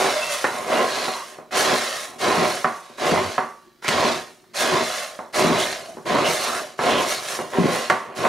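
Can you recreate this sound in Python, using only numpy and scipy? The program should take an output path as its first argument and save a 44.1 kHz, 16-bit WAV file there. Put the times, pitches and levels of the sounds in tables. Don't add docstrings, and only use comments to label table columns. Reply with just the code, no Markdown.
import sys
import numpy as np
from scipy import signal
from scipy.fft import rfft, irfft
from scipy.io import wavfile
from scipy.ndimage import uniform_filter1d

SR = 44100
rng = np.random.default_rng(int(sys.argv[2]) if len(sys.argv) > 2 else 0)


def generate_wav(signal):
    frames = np.transpose(np.atleast_2d(signal))
    scaled = np.clip(frames, -1, 1) * 32767
    pcm = np.round(scaled).astype(np.int16)
    wavfile.write(sys.argv[1], SR, pcm)


N = 365148


def from_db(db):
    return np.exp(np.log(10) / 20 * np.asarray(db))


def rms_one(x):
    return x / np.sqrt(np.mean(x ** 2) + 1e-20)


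def in_time(power):
    return np.interp(np.arange(N) / SR, np.arange(len(power)) * .001, 10 * np.log10(power + 1e-12))


def at_hz(points, hz):
    point_hz, value = np.transpose(points)
    return np.interp(np.log(hz), np.log(point_hz), value)


def drift(rate_hz, count=N):
    step, settle = 40, 2000
    pole = np.exp(-2 * np.pi * rate_hz * step / SR)
    noise = rng.standard_normal(count // step + settle + 2)
    slow = signal.lfilter([1], [1, -2 * pole, pole ** 2], noise)[settle:]
    return np.interp(np.arange(count) / step, np.arange(len(slow)), rms_one(slow))


def through(x, response):
    return signal.oaconvolve(x, response)[:N]


# centre_hz, width_hz, lift_db
BODY_MODES = [(165, 38, 5), (235.7, 19.6, 9), (381.5, 46, 7.5), (503, 190, 5), (583, 90, 5),
              (613, 9.9, 6.5), (642, 2.9, 11.5), (739.5, 66, 8.5), (856, 32, 7.5), (933, 21, 10),
              (1023, 93, 7.5), (1065, 11, 8), (1137, 31, 5), (1226, 9.4, 11), (1221.6, 10.3, -14.5),
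              (1367, 17, 0.5), (1445, 9.8, 3), (1687, 44, 7), (1828, 41, 8.5), (2000, 540, 28),
              (2410, 11.3, -13), (2800, 43, -2.5), (2820, 18, 8.5), (4050, 26.2, 2.5), (3940, 82, 6),
              (4250, 45, 5)]


def bowl_response(spectrum):
    size = 2 ** 13
    hz = np.maximum(np.arange(size // 2 + 1) * SR / size, 1)
    lift_db = sum(db / (1 + (2 * (hz - f) / width) ** 2) for f, width, db in BODY_MODES)
    lift_db = lift_db - uniform_filter1d(lift_db, size=71)
    octaves_below = np.maximum(np.log2(spectrum[0][0] / hz), 0)
    octaves_above = np.maximum(np.log2(hz / spectrum[-1][0]), 0)
    end_loss_db = 18 * np.minimum(octaves_below + octaves_above, 3)
    level_db = at_hz(spectrum, hz) + lift_db - end_loss_db
    cepstrum = irfft(np.log(from_db(level_db)))
    cepstrum[1:size // 2] *= 2
    cepstrum[size // 2 + 1:] = 0
    response = irfft(np.exp(rfft(cepstrum)))
    return response / np.linalg.norm(response)


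# freq_hz, density_db_per_hz
ROOM_COLOUR = [(18, -42), (30, 3), (288, -13), (472, -34), (1520, -24), (1690, -36), (3230, -15),
               (7830, -15), (15000, -16)]


def room_tone():
    level_db = -68.5
    response = bowl_response(ROOM_COLOUR)
    noise = rng.standard_normal((2, N))
    return from_db(level_db) * np.array([through(part, response) for part in noise])


def dying_noise(t60_s):
    t = np.arange(SR // 2) / SR
    tail = rng.standard_normal(len(t)) * from_db(-60 * t / t60_s) * (1 - np.exp(-t / 0.0021))
    return tail / np.linalg.norm(tail)


def blows(rows, spectrum, rattle_db, rattle_t60_s, room_db):
    kitchen_t60_s = 0.39
    response = bowl_response(spectrum)
    force = np.zeros((2, N + SR))
    for start_s, level_db, *dull_hz in rows:
        hit = np.array([from_db(rattle_db) * dying_noise(rattle_t60_s)
                        + from_db(room_db) * dying_noise(kitchen_t60_s) for _ in range(2)])
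        hit[0, 0] += 1
        if dull_hz:
            lowpass = signal.butter(2, min(dull_hz[0], SR / 3), fs=SR, output="sos")
            hit = signal.sosfilt(lowpass, hit)
        at = round(start_s * SR)
        force[:, at:at + hit.shape[1]] += from_db(level_db) * hit
    peak_one = response / np.abs(response).max()
    return np.array([through(part, peak_one) for part in force])


# start_s, level_db
THUD_EVENTS = [(.450, -34.5), (2.378, -16.5), (3.119, -10.5), (3.135, -21.5), (5.447, -10), (5.501, -13.5),
               (6.108, -16.5), (7.585, -6), (7.642, -11), (7.656, -9)]
# freq_hz, density_db_per_hz
THUD_COLOUR = [(60, -23), (110, -19.5), (170, -3), (240, -5), (380, -8.5), (700, -29)]


def thuds():
    return blows(THUD_EVENTS, THUD_COLOUR, rattle_db=-1, rattle_t60_s=0.21, room_db=-6.0)


# start_s, level_db
SNAP_EVENTS = [(3.8457, -21), (3.8812, -1.5), (3.8875, 0), (7.9005, -6.5)]
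# freq_hz, density_db_per_hz
SNAP_COLOUR = [(150, 10), (600, 2), (2000, 8.5), (4000, -0.5), (8000, -3), (13000, -18), (15500, -26)]


def snaps():
    return blows(SNAP_EVENTS, SNAP_COLOUR, rattle_db=-0.5, rattle_t60_s=0.023, room_db=-1.5)


# start_s, level_db (relative), dull_above_hz, ring_db (against level_db)
WALL_KNOCKS = [(0.443, -1.5, 1900, -35), (1.081, -9, 980, -20), (1.3861, -17, 670, -34),
               (1.509, -28, 2860, -20), (1.53, -17, 1970, -28), (2.6449, -2.5, 1595, -25.5),
               (2.898, -22.5, 460, -27), (2.983, -21, 1790, -30), (3.3803, -3.5, 1510, -24.5),
               (3.825, -28, 2200, -24), (3.8451, -18, 4540, -34), (4.44, -47, 3550, -22),
               (4.545, -25, 3050, -30), (5.19, -11.5, 860, -27), (5.342, -18, 2530, -28),
               (5.97, -11, 482, -30), (6.057, -28, 1424, -27), (6.791, -7, 1470, -34),
               (7.390, -4.5, 650, -31), (7.535, -13.5, 1520, -34), (7.8996, -1, 2510, -23),
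               (8.088, -18, 630, -31), (8.252, -5.5, 1860, -31)]


def wall_contacts():
    delay_s, delay_at_hz, delay_power, rebound_db = .009, 986, 0.568, -6.5
    contacts = list(WALL_KNOCKS)
    for start_s, level_db, dull_hz, ring_db in WALL_KNOCKS:
        rebound_s = start_s + delay_s * (delay_at_hz / dull_hz) ** delay_power
        contacts.append((rebound_s, level_db + rebound_db, dull_hz, ring_db))
    return contacts


# mode_hz, level_db (mean, before dulling), t60_s
RING_MODES = [(368.4, -8, 0.21), (680, -5, 0.4), (747, 3, 0.25), (914, -5.5, 0.54), (1097, -3, 0.55),
              (1010, -9, 0.33), (1150, -0.5, 0.57), (1430, -12, 0.47), (1610, -19, 0.24), (2134, -33, 0.12)]


def blow_ring(dull_hz):
    t = np.arange(SR // 2) / SR
    ring = np.zeros(len(t))
    for hz, level_db, t60_s in RING_MODES:
        envelope = from_db(level_db + 0.74 * rng.standard_normal() - 60 * t / t60_s)
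        tone = np.sin(2 * np.pi * hz * t + rng.uniform(0, 2 * np.pi))
        ring += envelope * tone / np.hypot(1, (hz / dull_hz) ** 2)
    return ring


def bowl_ring(contacts):
    out = np.zeros((2, N + SR))
    for start_s, level_db, dull_hz, ring_db in contacts:
        at = round(start_s * SR)
        out[0, at:at + SR // 2] += from_db(level_db + ring_db) * blow_ring(dull_hz)
    return out[:, :N]


# freq_hz, density_db_per_hz
KNOCK_COLOUR = [(70, -26.5), (150, -12), (240, -6.5), (420, -3), (700, -2), (1080, 0.5), (1500, 0),
                (2100, -5), (3000, -11), (5000, -13), (10000, -9.5), (15000, -18.5)]


def knocks():
    contacts = wall_contacts()
    hits = blows(contacts, KNOCK_COLOUR, rattle_db=2.5, rattle_t60_s=0.017, room_db=4.0)
    return from_db(6.0) * hits + bowl_ring(contacts)


# start_s, length_s, first_hz, last_hz, width_hz, level_db (before fades)
SINGING_TONES = [(0.077, 0.18, 572, 651, 35, -26), (0.253, 0.13, 661, 518, 23, -36),
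                 (0.213, .04, 2660, 2670, 73, -28), (0.238, 0.16, 2740, 2550, 50, -36),
                 (0.796, 0.43, 4320, 4140, 280, -37), (1.098, 0.17, 1002, 1103, 220, -34.5),
                 (2.563, 0.057, 664, 610, 66, -39), (3.113, 0.21, 103, 92.5, 5, -36.5),
                 (3.836, 0.056, 2175, 2290, 460, -31), (3.926, 0.11, 92, 84, 15, -42.5),
                 (4.937, 0.3, 720, 578, 170, -44), (5.552, 0.12, 2990, 3660, 1800, -28.5),
                 (5.682, 0.31, 593, 688, 150, -40.5), (6.131, 0.106, 943, 1177, 310, -24),
                 (6.224, 0.073, 2850, 3020, 560, -28), (6.356, 0.163, 4440, 4200, 490, -36),
                 (6.429, 0.22, 1187, 1515, 550, -30.5), (6.472, 0.21, 720, 591, 76, -34),
                 (6.875, 0.16, 3300, 2960, 2300, -28.5), (7.037, 0.19, 4000, 4530, 640, -36.5)]


def singing():
    out = np.zeros((2, N + SR))
    for start_s, length_s, first_hz, last_hz, width_hz, level_db in SINGING_TONES:
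        count, at = int(length_s * SR), round(start_s * SR)
        phase = 2 * np.pi * np.cumsum(np.geomspace(first_hz, last_hz, count)) / SR
        in_phase = drift(width_hz / 2, count) * np.cos(phase)
        quadrature = drift(width_hz / 2, count) * np.sin(phase)
        fade = signal.windows.tukey(count, .6)
        out[0, at:at + count] += from_db(level_db) * rms_one(in_phase + quadrature) * fade
    return out[:, :N]


def swell(start_s, rise_s, hold_s, level_db, release_db_per_s, sag_db_per_s=0):
    rise_power, ease_s, lift_db_per_s = 0.94, 0.31, 164
    t = np.arange(0, N / SR, .001) - start_s
    held_s = np.clip(t - rise_s, 0, hold_s)
    after_s = np.maximum(t - rise_s - hold_s, 0)
    lifted_s = np.maximum(after_s - ease_s, 0)
    attack = np.clip(t / rise_s, 0, 1) ** rise_power
    loss_db = sag_db_per_s * held_s + release_db_per_s * after_s + lift_db_per_s * lifted_s
    return (attack * from_db(level_db - loss_db)) ** 2


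# start_s, rise_s, hold_s, slide_db, sag_db_per_s, ease_db_per_s,
# dust_db (against the sliding with its swing reduced)
SWEEP_STROKES = [(-.02, 0.017, 0.49, -22.5, 19.5, 65, -10), (0.644, 0.092, 0.3, -27.5, -2.5, 63, -11.5),
                 (1.509, 0.054, 0.39, -21, 20.5, 119, -13.5), (2.182, 0.055, 0.25, -24.5, 11, 67, -12),
                 (2.803, 0.031, 0.17, -48, 2, 100, -20), (2.971, 0.074, 0.32, -24.5, 31.5, 137, -14.5),
                 (3.819, 0.099, 0.21, -25, -8, 140, -15.5), (4.533, 0.095, 0.37, -22, 20.5, 99, -15.5),
                 (5.325, 0.036, 0.39, -25.5, 11, 103, -13.5), (6.052, 0.029, 0.21, -30, -14, 90, -16),
                 (6.35, 0.11, .10, -29.5, 11, 118, -26), (6.773, 0.12, 0.46, -25, 29, 110, -14),
                 (7.47, 0.26, 0.12, -28.5, 15, 111, -13), (8.148, 0.035, 0.2, -30, 25, 110, -11)]


def stroke_powers():
    dust_share, usual = 0.65, from_db(-23) ** 2
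    sweep, dust = 0, 0
    for start_s, rise_s, hold_s, slide_db, sag_db_per_s, ease_db_per_s, dust_db in SWEEP_STROKES:
        stroke = swell(start_s, rise_s, hold_s, slide_db, ease_db_per_s, sag_db_per_s)
        sweep = sweep + stroke
        dust = dust + usual * (stroke / usual) ** dust_share * from_db(dust_db) ** 2
    return sweep, dust


# start_s, rise_s, hold_s, crush_db, judder_db
DOWN_PRESSES = [(-.02, 0.017, 0.065, -18, -40), (0.51, .05, 0.089, -28.5, -42),
                (0.657, 0.075, 0.093, -16.5, -37), (0.947, 0.028, 0.066, -27, -49),
                (1.24, 0.027, 0.13, -45, -73), (1.507, 0.056, 0.18, -21.5, -34),
                (2.048, .04, 0.087, -41.5, -51), (2.195, 0.065, 0.19, -18, -30.5),
                (2.984, 0.052, 0.15, -18.5, -30), (3.24, 0.015, 0.016, -31.5, -39),
                (3.869, 0.12, 0.089, -19, -29), (4.582, 0.061, 0.05, -20, -37),
                (4.688, 0.036, 0.054, -22, -30), (5.335, 0.056, 0.18, -20, -27.5),
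                (5.78, 0.025, 0.1, -50, -47), (6.049, 0.057, 0.15, -18.5, -28),
                (6.437, 0.041, 0.11, -30.5, -42), (6.782, 0.094, .13, -17.5, -28),
                (7.27, 0.026, 0.13, -33.5, -45), (7.519, 0.037, 0.2, -22, -38),
                (8.005, 0.049, 0.15, -36.5, -50), (8.153, 0.098, 0.016, -19.5, -25)]


def press_powers():
    crush_release_db_per_s, judder_release_db_per_s, judder_lag_s = 132, 117.5, .012
    crush, judder = 0, 0
    for start_s, rise_s, hold_s, crush_db, judder_db in DOWN_PRESSES:
        crush = crush + swell(start_s, rise_s, hold_s, crush_db, crush_release_db_per_s)
        judder = judder + swell(start_s, rise_s + judder_lag_s, hold_s - judder_lag_s, judder_db,
                                judder_release_db_per_s)
    return crush, judder


# start_s, rise_s, hold_s, level_db
GRIT_PATCHES = [(-.02, 0.013, 0.027, -29.5), (0.286, 0.038, .01, -29.5), (0.415, 0.032, 0.19, -44.5),
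                (1.538, 0.049, 0.0074, -25), (1.735, 0.021, 0.28, -38.5), (2.423, .06, 0.035, -38),
                (3.045, .03, .015, -34.5), (4.542, 0.071, .015, -28), (4.816, 0.024, 0.2, -35.5),
                (5.333, .04, 0.02, -32.5), (5.57, 0.033, .01, -32), (6.234, 0.038, 0.095, -33),
                (6.385, 0.044, 0.15, -34), (6.96, 0.035, 0.044, -33.5), (7.068, 0.035, 0.017, -29),
                (7.191, 0.11, 0.053, -32.5), (7.70, 0.033, 0.028, -35.5)]


def grit_power():
    return sum(swell(*row, release_db_per_s=153) for row in GRIT_PATCHES)


def friction_levels():
    light_judder_db, light_crush_db = -25.5, -25
    grit_rasp_db = 3.5
    handling_db, idle_rub_db = -59.5, -61.5
    wander_db, wander_hz = 1.01, 3.6
    sweep, dust = stroke_powers()
    crush, judder = press_powers()
    grit = grit_power()
    levels_db = np.array([
        in_time(judder + sweep * from_db(light_judder_db) ** 2 + from_db(handling_db) ** 2),
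        in_time(crush + sweep * from_db(light_crush_db) ** 2),
        in_time(sweep + grit * from_db(grit_rasp_db) ** 2 + from_db(idle_rub_db) ** 2),
        in_time(dust + grit)])
    return levels_db + wander_db * drift(wander_hz)


def wandering_echoes(x, share, sway_s):
    n, out = np.arange(N), x
    for lag_s, polarity in zip((.0007, .0013, .0021, .0034), (1, 1, -1, -1)):
        source = n - np.round(SR * (lag_s + sway_s * drift(2.5))).astype(int)
        out = out + share * polarity * x.take(source, mode="clip")
    return out


def friction(level_db, spectrum, grains_per_s, size_db, smooth_db, grip_db, grip_hz, echo):
    sizes = from_db(size_db * np.minimum(rng.exponential(1, N), 4)) * rng.choice([-1, 1], N)
    grains = rms_one(sizes * (rng.random(N) < grains_per_s / SR))
    rub = from_db(smooth_db) * rng.standard_normal(N)
    grip = from_db(grip_db * drift(grip_hz))
    force = wandering_echoes(grains + rub, echo, sway_s=.00012) * grip
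    scattered = rng.standard_normal(N)
    response = bowl_response(spectrum)
    gain = from_db(level_db)
    return np.array([through(rms_one(part) * gain, response) for part in (force, scattered)])


# freq_hz, density_db_per_hz
JUDDER_COLOUR = [(45, -19.5), (70, -14.5), (105, -3.5), (160, -1.9), (240, -1.5), (360, 7.5), (550, -20)]


def juddering(level_db):
    return friction(level_db, JUDDER_COLOUR, grains_per_s=400, size_db=3.0, smooth_db=-4.5,
                    grip_db=3.0, grip_hz=25, echo=0.027)


# freq_hz, density_db_per_hz
CRUSH_COLOUR = [(105, -41), (160, -25.5), (240, -7), (360, 1.2), (550, 5), (780, -2.4), (1100, -1.5),
                (1550, -12.5), (2200, -10.5), (3000, -17), (4100, -22), (5500, -36.5), (7500, -36.5)]


def crushing(level_db):
    return friction(level_db, CRUSH_COLOUR, grains_per_s=1800, size_db=3.0, smooth_db=-2.5,
                    grip_db=0.7, grip_hz=54.4, echo=0.21)


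# freq_hz, density_db_per_hz
SLIDE_COLOUR = [(45, -15), (105, -24.5), (360, -12.5), (550, 8.5), (780, -2.5), (1100, 1), (2200, -2.5),
                (3000, -5.5), (4100, -3), (5500, -8.5), (7500, -14), (10000, -31), (12500, -33.5),
                (14800, -54)]


def sliding(level_db):
    return friction(level_db, SLIDE_COLOUR, grains_per_s=3000, size_db=5.0, smooth_db=1.0,
                    grip_db=0.1, grip_hz=50, echo=0.23)


# freq_hz, density_db_per_hz
DUST_COLOUR = [(3000, -0.5), (4100, -25.5), (5500, 3), (7500, -1.5), (10000, -1), (12500, -10),
               (14800, -18.5)]


def dusting(level_db):
    return friction(level_db, DUST_COLOUR, grains_per_s=6000, size_db=9.5, smooth_db=5.5,
                    grip_db=1.03, grip_hz=37, echo=0.31)


# freq_hz, correlation (for equal mid and side)
CHANNEL_LIKENESS = [(60, 0.66), (150, 0.95), (380, 0.96), (950, 0.87), (2380, 0.82), (5980, 0.86),
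                    (15000, 0.69)]
# freq_hz, left_minus_right_db
CHANNEL_LEAN = [(60, 2), (130, 3.5), (290, 0.5), (640, -1.0), (1410, -3), (3100, -1.0), (6820, 0),
                (15000, 0.5)]
# freq_hz, left_lead_rad
CHANNEL_LEAD = [(0, 0), (260, -0.61), (2500, -0.1), (15600, 0.39), (16000, 0.19)]


def microphones(mid_side):
    size = 2 ** 19
    hz = np.maximum(np.arange(size // 2 + 1) * SR / size, 1)
    mid, side = rfft(mid_side, size)
    alike = np.clip(at_hz(CHANNEL_LIKENESS, hz), 0, .999)
    side = side * np.sqrt((1 - alike) / (1 + alike))
    lean = from_db(at_hz(CHANNEL_LEAN, hz) / 2) * np.exp(.5j * at_hz(CHANNEL_LEAD, hz))
    return irfft(np.array([(mid + side) * lean, (mid - side) / lean]), size)[:, :N]


def scene():
    judder_db, crush_db, slide_db, dust_db = friction_levels()
    blow_sounds = thuds() + snaps() + knocks()
    rubbing = juddering(judder_db) + crushing(crush_db) + sliding(slide_db) + dusting(dust_db)
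    return microphones(room_tone() + blow_sounds + singing() + rubbing)


def record(dry):
    notch_hz, notch_q, cutoff_hz = 7870, 60, 15600
    rounded = dry / (1 + dry ** 6) ** (1 / 6)
    notched = signal.lfilter(*signal.iirnotch(notch_hz, notch_q, fs=SR), rounded)
    return signal.sosfilt(signal.ellip(10, .1, 90, cutoff_hz, fs=SR, output="sos"), notched)


dry = scene()
out = record(dry)
generate_wav(out)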